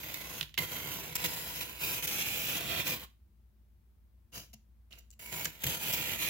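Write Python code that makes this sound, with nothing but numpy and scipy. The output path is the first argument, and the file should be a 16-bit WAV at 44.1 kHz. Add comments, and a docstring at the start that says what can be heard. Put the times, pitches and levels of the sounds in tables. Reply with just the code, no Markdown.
"""In a small room, close by, a utility knife slits the packing tape along the edge of a cardboard box.
Stick-slip friction breaks film and fibres in tiny impulses: the tape crackles, the cut edge rasps and
the hollow box rumbles. The tip clicks on the board, and the lid thumps as the blade lets go.
One long cut with snags, a pause with a brief scuff and light clicks, then a second, harder cut,
all over a faint hum and hiss."""
import sys
import numpy as np
from scipy import signal
from scipy.fft import rfft, irfft
from scipy.io import wavfile

SR = 44100
rng = np.random.default_rng(int(sys.argv[2]) if len(sys.argv) > 2 else 0)


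def generate_wav(sig):
    """Save sig (samples, or channels by samples) to the path in sys.argv[1] as 16-bit PCM at SR."""
    pcm = np.round(np.clip(np.atleast_2d(sig).T, -1, 1) * 32767).astype(np.int16)
    wavfile.write(sys.argv[1], SR, pcm)


N = 277429
TIME = np.arange(N) / SR
FILTER_SIZE = 8192
HZ = np.maximum(np.fft.rfftfreq(FILTER_SIZE, 1 / SR), 1)

# noise of the quiet room: (frequency [Hz], relative level [dB])
AMBIENT_SPECTRUM = [(15, -64), (25, -32.5), (41, -12.5), (64, -6.5), (76, -13), (82, -14), (134, -27),
                    (153, -29), (217, -24.5), (263, -39.5), (326, -34.5), (516, -45.5), (560, -44),
                    (7920, -59), (16000, -50.5)]
# likeness of that noise on the two sides: (frequency [Hz], correlation [-1 to 1])
AMBIENT_CORRELATION = [(100, 0.83), (400, 0.39), (1500, .1), (14000, .1)]
# modes of the panels and the cut edge: (frequency [Hz], bandwidth [Hz], lift [dB])
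BOX_MODES = [(151.4, 30, 10.5), (226.3, 22, 8.5), (306, 62, 7), (496, 24, 7), (658, 30, 4.5), (977, 45, 6),
             (1390, 50, 4), (2430, 49, 2.5), (3240, 70, 2.5), (3975, 86, 4)]
# radiation of the box to the two sides: (frequency [Hz], left minus right [dB])
BOX_DIRECTIVITY = [(150, 0), (350, 3), (430, -8), (560, 0.5), (1000, -4), (1600, -1.5), (2000, -12.5),
                   (2450, -12), (2900, -9.5), (3400, -2), (4600, -1), (6900, 8), (8500, 1.5), (16000, -1)]
# likeness of the box's sound on the two sides: (frequency [Hz], correlation [-1 to 1])
BOX_CORRELATION = [(70, 0.27), (150, 1), (400, .72), (800, 0.58), (1200, 0.16), (2200, -0.088),
                   (3000, -0.62), (4400, -0.0028), (5700, -0.076), (7000, -0.29), (9500, 0.47),
                   (13000, 0.73)]
# spectra of the hollow box, the cut edge and the tape: (frequency [Hz], relative level [dB])
RUMBLE_SPECTRUM = [(40, -34), (60, -6.5), (85, -0.5), (120, -3.5), (190, -7.5), (255, -11.5), (400, -6.5),
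                   (600, -8.5), (850, -10.5), (1200, -10), (1550, -7), (2300, -32)]
RASP_SPECTRUM = [(1200, -32.5), (1700, -5), (2100, 0), (2500, 3), (2900, 1.5), (3300, -2), (3800, -2.5),
                 (4400, -7), (5800, -21.5)]
CRACKLE_SPECTRUM = [(3600, -47), (4700, -2.5), (5600, -3), (7000, 1), (7700, -3.5), (8600, -13), (9800, -4),
                    (11000, -3.5), (12500, 1), (15500, 1.5), (17500, 0.5)]
# the lid springs back: (time [s], level [dB], upper mode [Hz])
LID_THUMPS = [(0.414, -42.5, 149.4), (0.594, -35, 159), (1.108, -44, 150), (1.252, -42, 145),
              (4.37, -49, 200), (4.536, -52, 214), (5.456, -44, 153), (5.651, -31, 137)]
# the tip catches or taps the board:
# (time [s], level [dB], resonance [Hz], bandwidth [Hz], left minus right [dB])
TIP_CLICKS = [(.033, -30.5, 2410, 1200, -14), (.411, -14.5, 2780, 885, -8), (.429, -20.5, 3000, 900, -4),
              (0.494, -41, 2880, 900, -8), (0.542, -31, 3150, 900, -6), (0.55, -40.5, 3180, 910, -10),
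              (0.5761, -26, 2310, 800, -8.5), (0.5785, -13.5, 2670, 1100, -5.5),
              (3.026, -44, 1103, 140, -10), (3.043, -44.5, 1130, 140, -5), (4.328, -51, 2820, 70.2, -3),
              (4.536, -56, 682, 50.4, 5), (4.538, -43, 5500, 1860, 1), (4.909, -52, 3200, 1200, -10),
              (4.923, -40, 2830, 500, -12), (4.928, -35.5, 3700, 900, 13), (5.105, -41.5, 7370, 700, 11),
              (5.113, -42, 7250, 700, -2), (5.194, -52, 2780, 600, 6), (5.454, -24.5, 2800, 910, -10),
              (5.4555, -15.5, 6900, 1210, 2), (5.4573, -21, 1670, 400, -8)]
# the hand drives the blade on: (start [s], end [s], attack [s], level [dB], swell [dB],
# rumble offset [dB], panel resonance [Hz], edge resonance [Hz], resonance lift [dB])
HAND_PUSHES = [(0, 0.394, 0.0017, -45, 2, -4, 1050, 2000, 3.5),
               (.58, 0.631, .005, -41, 2.5, -3, 1060, 2090, 13),
               (0.625, 1.072, 0.11, -43, -1.5, -2.5, 1020, 2040, 4.5),
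               (1.163, 1.641, 0.019, -41, -4, -6, 984, 1900, 6.5),
               (1.774, 1.965, 0.048, -36.5, 2, -6.5, 1000, 2470, 3),
               (2.067, 2.571, 0.021, -37, -0.5, -8, 820, 3300, 4),
               (2.566, 2.801, 0.038, -38.5, 3.5, -6, 690, 3300, 6),
               (2.836, 2.94, 0.041, -34, -6, -6, 1070, 1850, 5.5),
               (4.317, 4.377, 0.051, -46, -2.5, -2.5, 700, 2850, 6),
               (4.902, 4.991, 0.013, -66, -2, -1, 690, 2860, 6.5),
               (5.19, 5.32, .005, -50.5, 6, -5, 980, 2220, 9),
               (5.316, 5.46, 0.012, -42, -6.5, -3.5, 990, 2190, 4.5),
               (5.593, 5.752, 0.1, -37.5, -4, -4.5, 905, 3170, 6.5),
               (5.746, 6.149, .11, -37.5, -2, -6, 900, 3170, 6.5),
               (6.157, 6.287, 0.057, -34, -2, -10, 1233, 2390, 5.5)]
# the blade creeps in the slit, only where end follows start: (start [s], end [s], level [dB])
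BLADE_CREEPS = [(0.578, 3.05, -48.5), (5.21, 8.9, -57), (5.618, 4.6, -41.5)]
# a shallow blade splits tape, a deep one rasps board: (time [s], bite as rasp over crackle [dB])
BLADE_BITE = [(0, -3.5), (1.1, -2.5), (1.6, -5), (1.72, -3), (1.85, -7), (2.4, -3.5), (2.75, 2.5),
              (2.9, -3), (3.04, 0), (4.35, -10), (4.95, -4), (5.22, -7), (5.45, -3.5), (5.55, -2),
              (5.7, -3), (6.29, -2.5)]
# the blade rips through a tough spot: (time [s], duration [s], level [dB], bite [dB])
BLADE_SNAGS = [(.140, 0.0064, -37, -6.5), (0.378, 0.0061, -48, -1), (0.58, .013, -31.5, 2),
               (1.153, 0.014, -30.5, -6.5), (1.24, 0.022, -29.5, -1.5), (1.608, 0.027, -39, -6),
               (2.024, 0.035, -36.5, -5.5), (2.072, 0.0094, -34, -6), (2.182, 0.046, -34, -5.5),
               (4.531, 0.014, -55, -10.5), (4.985, .008, -56, -12), (5.125, 0.016, -66.5, -11),
               (5.444, 0.011, -35.5, -8.5), (5.636, 0.0077, -31, -5.5), (5.666, 0.0074, -31.5, -2),
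               (5.882, 0.0088, -36, -9), (5.925, 0.022, -32.5, -6.5)]
# the blade jerks when slow and glides when fast: (time [s], roughness [0 to 1])
BLADE_ROUGHNESS = [(0, .9), (1.1, 0.7), (1.8, .6), (2.3, 0.4), (2.9, 0.7), (4.3, 0.8), (5.4, 0.7),
                   (6.29, .7)]


def from_db(db):
    """Amplitude ratio of a level in decibels."""
    return 10 ** (np.asarray(db) / 20)


def unit_power(x):
    """Normalisation to a mean square of one."""
    return x / np.sqrt(np.mean(x ** 2) + 1e-20)


def at_hz(points):
    """Interpolation of (frequency, value) points on a logarithmic frequency axis."""
    hz, value = np.transpose(points)
    return np.interp(np.log(HZ), np.log(hz), value)


def sides(pan_db):
    """Constant-power panning: left and right gains for a level difference."""
    gain = from_db(np.array([[.5], [-.5]]) * pan_db)
    return gain / np.sqrt(np.mean(gain ** 2, axis=0))


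def drift(per_s):
    """Random modulation of unit power, taking per_s new values a second."""
    knots = rng.standard_normal(N // 4)
    return unit_power(np.interp(TIME * per_s, np.arange(len(knots)), knots))


def gate(start, end, ramp_s):
    """Trapezoidal window between two times."""
    return np.clip(np.minimum(TIME - start, end - TIME) / ramp_s + .5, 0, 1)


def minimum_phase(gain):
    """Causality: an impulse response with these gains that never precedes its excitation."""
    cepstrum = irfft(np.log(gain + 1e-6))
    cepstrum[..., 1:FILTER_SIZE // 2] *= 2
    cepstrum[..., FILTER_SIZE // 2 + 1:] = 0
    return irfft(np.exp(rfft(cepstrum)))


def convolve(x, response):
    """Linear filtering by a left and a right impulse response."""
    return signal.oaconvolve(np.atleast_2d(x), response, axes=-1)[:, :N]


def resonance(x, hz, width_hz, lift_db):
    """Second-order resonance; a negative lift makes an anti-resonance."""
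    damping, gain = np.tan(np.pi * width_hz / SR), from_db(lift_db / 2)
    tuning = -2 * np.cos(2 * np.pi * hz / SR)
    return signal.lfilter([1 + damping * gain, tuning, 1 - damping * gain],
                          [1 + damping / gain, tuning, 1 - damping / gain], x)


def radiate(pair, gain, correlation):
    """Partial coherence: in-phase and antiphase drives add to set the left-right correlation."""
    alike, gain = np.clip(at_hz(correlation), -.98, .98), unit_power(gain)
    in_phase = convolve(pair[0], minimum_phase(gain * np.sqrt((1 + alike) / 2)))
    antiphase = convolve(pair[1], minimum_phase(gain * np.sqrt((1 - alike) / 2)))
    return in_phase + antiphase * [[1], [-1]]


def background(hum_hz=58.5, hum_db=-61.5, wander_rad=.2, noise_db=-62, low_cut_hz=60):
    """Ambient noise: a low hum, wavering by phase modulation, over faint rumble and hiss."""
    hum = unit_power(np.sin(2 * np.pi * hum_hz * TIME + wander_rad * drift(per_s=4)))
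    colour = from_db(at_hz(AMBIENT_SPECTRUM)) * sides(pan_db=1.5)
    noise = radiate(rng.standard_normal((2, N)), colour, AMBIENT_CORRELATION)
    noise = signal.sosfilt(signal.butter(2, low_cut_hz, "high", fs=SR, output="sos"), noise)
    return from_db(hum_db) * hum * sides(pan_db=.97) + from_db(noise_db) * noise


def reverberation(x, first_s=.008, bass_hz=400, top_hz=8000, bass_t60_s=.32, upper_t60_s=.26):
    """Diffuse reflections decay exponentially; the bass lingers and the top is dulled."""
    age = TIME[:SR // 2]
    noise = rng.standard_normal((2, len(age))) * (age > first_s)
    bass = signal.sosfilt(signal.butter(2, bass_hz, fs=SR, output="sos"), noise)
    upper = signal.sosfilt(signal.butter(1, [bass_hz, top_hz], "band", fs=SR, output="sos"), noise)
    tail = bass * from_db(-60 * age / bass_t60_s) + upper * from_db(-60 * age / upper_t60_s)
    return convolve(x, tail / np.sqrt(np.sum(tail ** 2) / 2))


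def lid_thumps(rise_s=.005, decay_s=.026, low_ratio=.62, low_gain=.5):
    """Damped free vibration: the released lid swings in two low modes."""
    age, out = TIME[:SR // 3], np.zeros(N)
    envelope = (1 - np.exp(-age / rise_s)) * np.exp(-age / decay_s)
    for start, db, hz in LID_THUMPS:
        phase, at = 2 * np.pi * hz * age, int(start * SR)
        swing = (np.sin(phase) + low_gain * np.sin(low_ratio * phase)) * envelope
        out[at:at + len(age)] += from_db(db) * swing / np.abs(swing).max()
    return sides(pan_db=1.5) * out


def tip_clicks(scatter_s=.0033, scatter_gain=.16, tick_gain=.23):
    """Impulse excitation: a pulse, scattered by the board, rings one mode under a bright tick."""
    age, out = TIME[:SR // 15], np.zeros((2, N))
    for start, db, hz, width_hz, pan_db in TIP_CLICKS:
        pulse = scatter_gain * rng.standard_normal((2, len(age))) * np.exp(-age / scatter_s)
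        pulse[:, 0] = 1
        radius = np.exp(-np.pi * width_hz / SR)
        feedback = [1, -2 * radius * np.cos(2 * np.pi * hz / SR), radius ** 2]
        ring = signal.lfilter([1, -1], feedback, pulse)
        tick = tick_gain * np.diff(pulse, prepend=0)
        snap = resonance(ring + tick, hz=8900, width_hz=2200, lift_db=-9)
        at = int(start * SR)
        out[:, at:at + len(age)] += from_db(db) * sides(pan_db) * snap / np.abs(snap).max()
    return out


def reflections(x, decay_s=.0039, step_s=.17):
    """Multipath propagation: waves bounce in the material along paths that change as the blade moves."""
    age, step = TIME[:SR // 30], int(step_s * SR)
    out = np.zeros(N + 4 * step + len(age))
    fade = np.sin(np.linspace(0, np.pi, 2 * step))
    padded = np.pad(x, (step, 3 * step))
    paths = rng.standard_normal((N // 2000, len(age))) * np.exp(-age / decay_s)
    for at, path in zip(range(0, N + step, step), paths):
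        echo = signal.fftconvolve(padded[at:at + 2 * step] * fade, path / np.linalg.norm(path))
        out[at:at + len(echo)] += echo
    return out[step:step + N]


def cardboard(pair, spectrum, reflected_share=.64):
    """Forced vibration: the box radiates through its modes; reflections reach each side differently."""
    antiphase = np.sqrt(reflected_share) * reflections(pair[0]) + np.sqrt(1 - reflected_share) * pair[1]
    modes_db = sum(db / (1 + (2 * (HZ - hz) / width) ** 2) for hz, width, db in BOX_MODES)
    gain = from_db(at_hz(spectrum) + modes_db) * sides(at_hz(BOX_DIRECTIVITY))
    return radiate((pair[0], antiphase), gain, BOX_CORRELATION)


def along_the_seam(x, panel_width=.13, edge_width=.063, panel_dip=1.2, edge_dip=.5, dip_ratio=1.22):
    """Local resonance: each push reaches a spot where panel and cut edge ring at their own pitches."""
    out = x.copy()
    ends = [row[0] for row in HAND_PUSHES[1:]] + [N / SR]
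    for (start, *_, panel_hz, edge_hz, lift_db), end in zip(HAND_PUSHES, ends):
        near = gate(start, end, ramp_s=.047)
        span = slice(np.argmax(near > 0), N - np.argmax(near[::-1] > 0))
        local = x[:, span]
        for hz, width, dip in ((panel_hz, panel_width, panel_dip), (edge_hz, edge_width, edge_dip)):
            local = resonance(local, hz, width * hz, lift_db)
            # an anti-resonance lies just above each peak
            local = resonance(local, dip_ratio * hz, width * hz, -dip * lift_db)
        out[:, span] += near[span] * (local - x[:, span])
    return out


def bare_board(x, start_s=4.2, end_s=5.15):
    """Friction noise depends on the surface: off the tape the tip hisses lower, with less sparkle."""
    rub = resonance(x, hz=4700, width_hz=2400, lift_db=6)
    dulled = resonance(rub, hz=13900, width_hz=5000, lift_db=-4)
    return x + gate(start_s, end_s, ramp_s=.04) * (dulled - x)


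def partition(bite_db, box_db, box_per_bite=.3):
    """Energy partition: the depth of the bite sets the gains of rumble, rasp and crackle."""
    return from_db([box_db + box_per_bite * bite_db, bite_db / 2, -bite_db / 2]).reshape(3, -1)


def push(start, end, attack_s, swell_db, release_db_per_s=241.5):
    """Envelope of one push: it builds, swells or tires, then decays exponentially as the blade slows."""
    attack = np.clip((TIME - start) / attack_s, 0, 1)
    progress = np.clip((TIME - start) / (end - start), 0, 1)
    release_db = release_db_per_s * np.clip(TIME - end, 0, 1)
    return attack * from_db(swell_db * (progress - .5) - release_db)


def blade_drive(waver_db=.74):
    """Amplitude modulation: the strongest of unsteady push, creep and snag drives each of the parts."""
    drive = np.zeros((3, N))
    for start, end, attack_s, db, swell_db, box_db, *_ in HAND_PUSHES:
        stroke = from_db(db) * push(start, end, attack_s, swell_db)
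        drive = np.maximum(drive, partition(0, box_db) * stroke)
    for start, end, db in BLADE_CREEPS:
        creep = from_db(db) * gate(start, end, ramp_s=.02)
        drive = np.maximum(drive, partition(0, box_db=-4.5) * creep)
    bite_db = np.interp(TIME, *np.transpose(BLADE_BITE))
    drive *= partition(bite_db, box_db=0) * from_db(waver_db * drift(per_s=24))
    for start, duration, db, snag_bite_db in BLADE_SNAGS:
        snag = from_db(db) * gate(start, start + duration, ramp_s=.002)
        drive = np.maximum(drive, partition(snag_bite_db, box_db=-8.5) * snag)
    return drive


def fractures(grip, per_s, spread_db):
    """Acoustic emission: tiny random breaks, scaled by the grip, each radiate in their own direction."""
    breaks = rng.random(N) < per_s / SR
    size = from_db(spread_db * np.minimum(rng.exponential(1, N), 4))
    angle = rng.uniform(0, 2 * np.pi, N)
    return unit_power(breaks * size * grip * np.array([np.cos(angle), np.sin(angle)]))


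def cutting(slip_per_s=550, slip_db=2.0, rib_per_s=110, rib_db=1.5, sheen=.69):
    """Stick-slip friction and the board's slower ribs modulate the breaks in box, edge and tape alike."""
    roughness = np.interp(TIME, *np.transpose(BLADE_ROUGHNESS))
    grip = from_db(roughness * (slip_db * drift(slip_per_s) + rib_db * drift(rib_per_s)))
    box, edge, tape = blade_drive()
    rumble = cardboard(box * fractures(grip, per_s=8000, spread_db=2.14), RUMBLE_SPECTRUM)
    rasp = cardboard(edge * fractures(grip, per_s=14000, spread_db=1.9), RASP_SPECTRUM)
    film = tape * fractures(grip, per_s=22000, spread_db=3.0)
    # the taut film rings briefly, giving the crackle a shifting sheen
    ringing_film = (film[0] + sheen * reflections(film[0])) / np.hypot(1, sheen)
    crackle = cardboard((ringing_film, film[1]), CRACKLE_SPECTRUM)
    return rumble + rasp + crackle


def scene(room_db=-15.5):
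    """Superposition of the direct sound of knife and box, its reverberation and the ambient noise."""
    direct = along_the_seam(bare_board(cutting()) + tip_clicks()) + lid_thumps()
    return direct + from_db(room_db) * reverberation(direct) + background()


def record(dry, cutoff_hz=15800):
    """Band limiting: a steep elliptic low-pass removes the highest treble."""
    return signal.sosfilt(signal.ellip(12, .1, 80, cutoff_hz, fs=SR, output="sos"), dry)


dry = scene()
out = record(dry)
generate_wav(out)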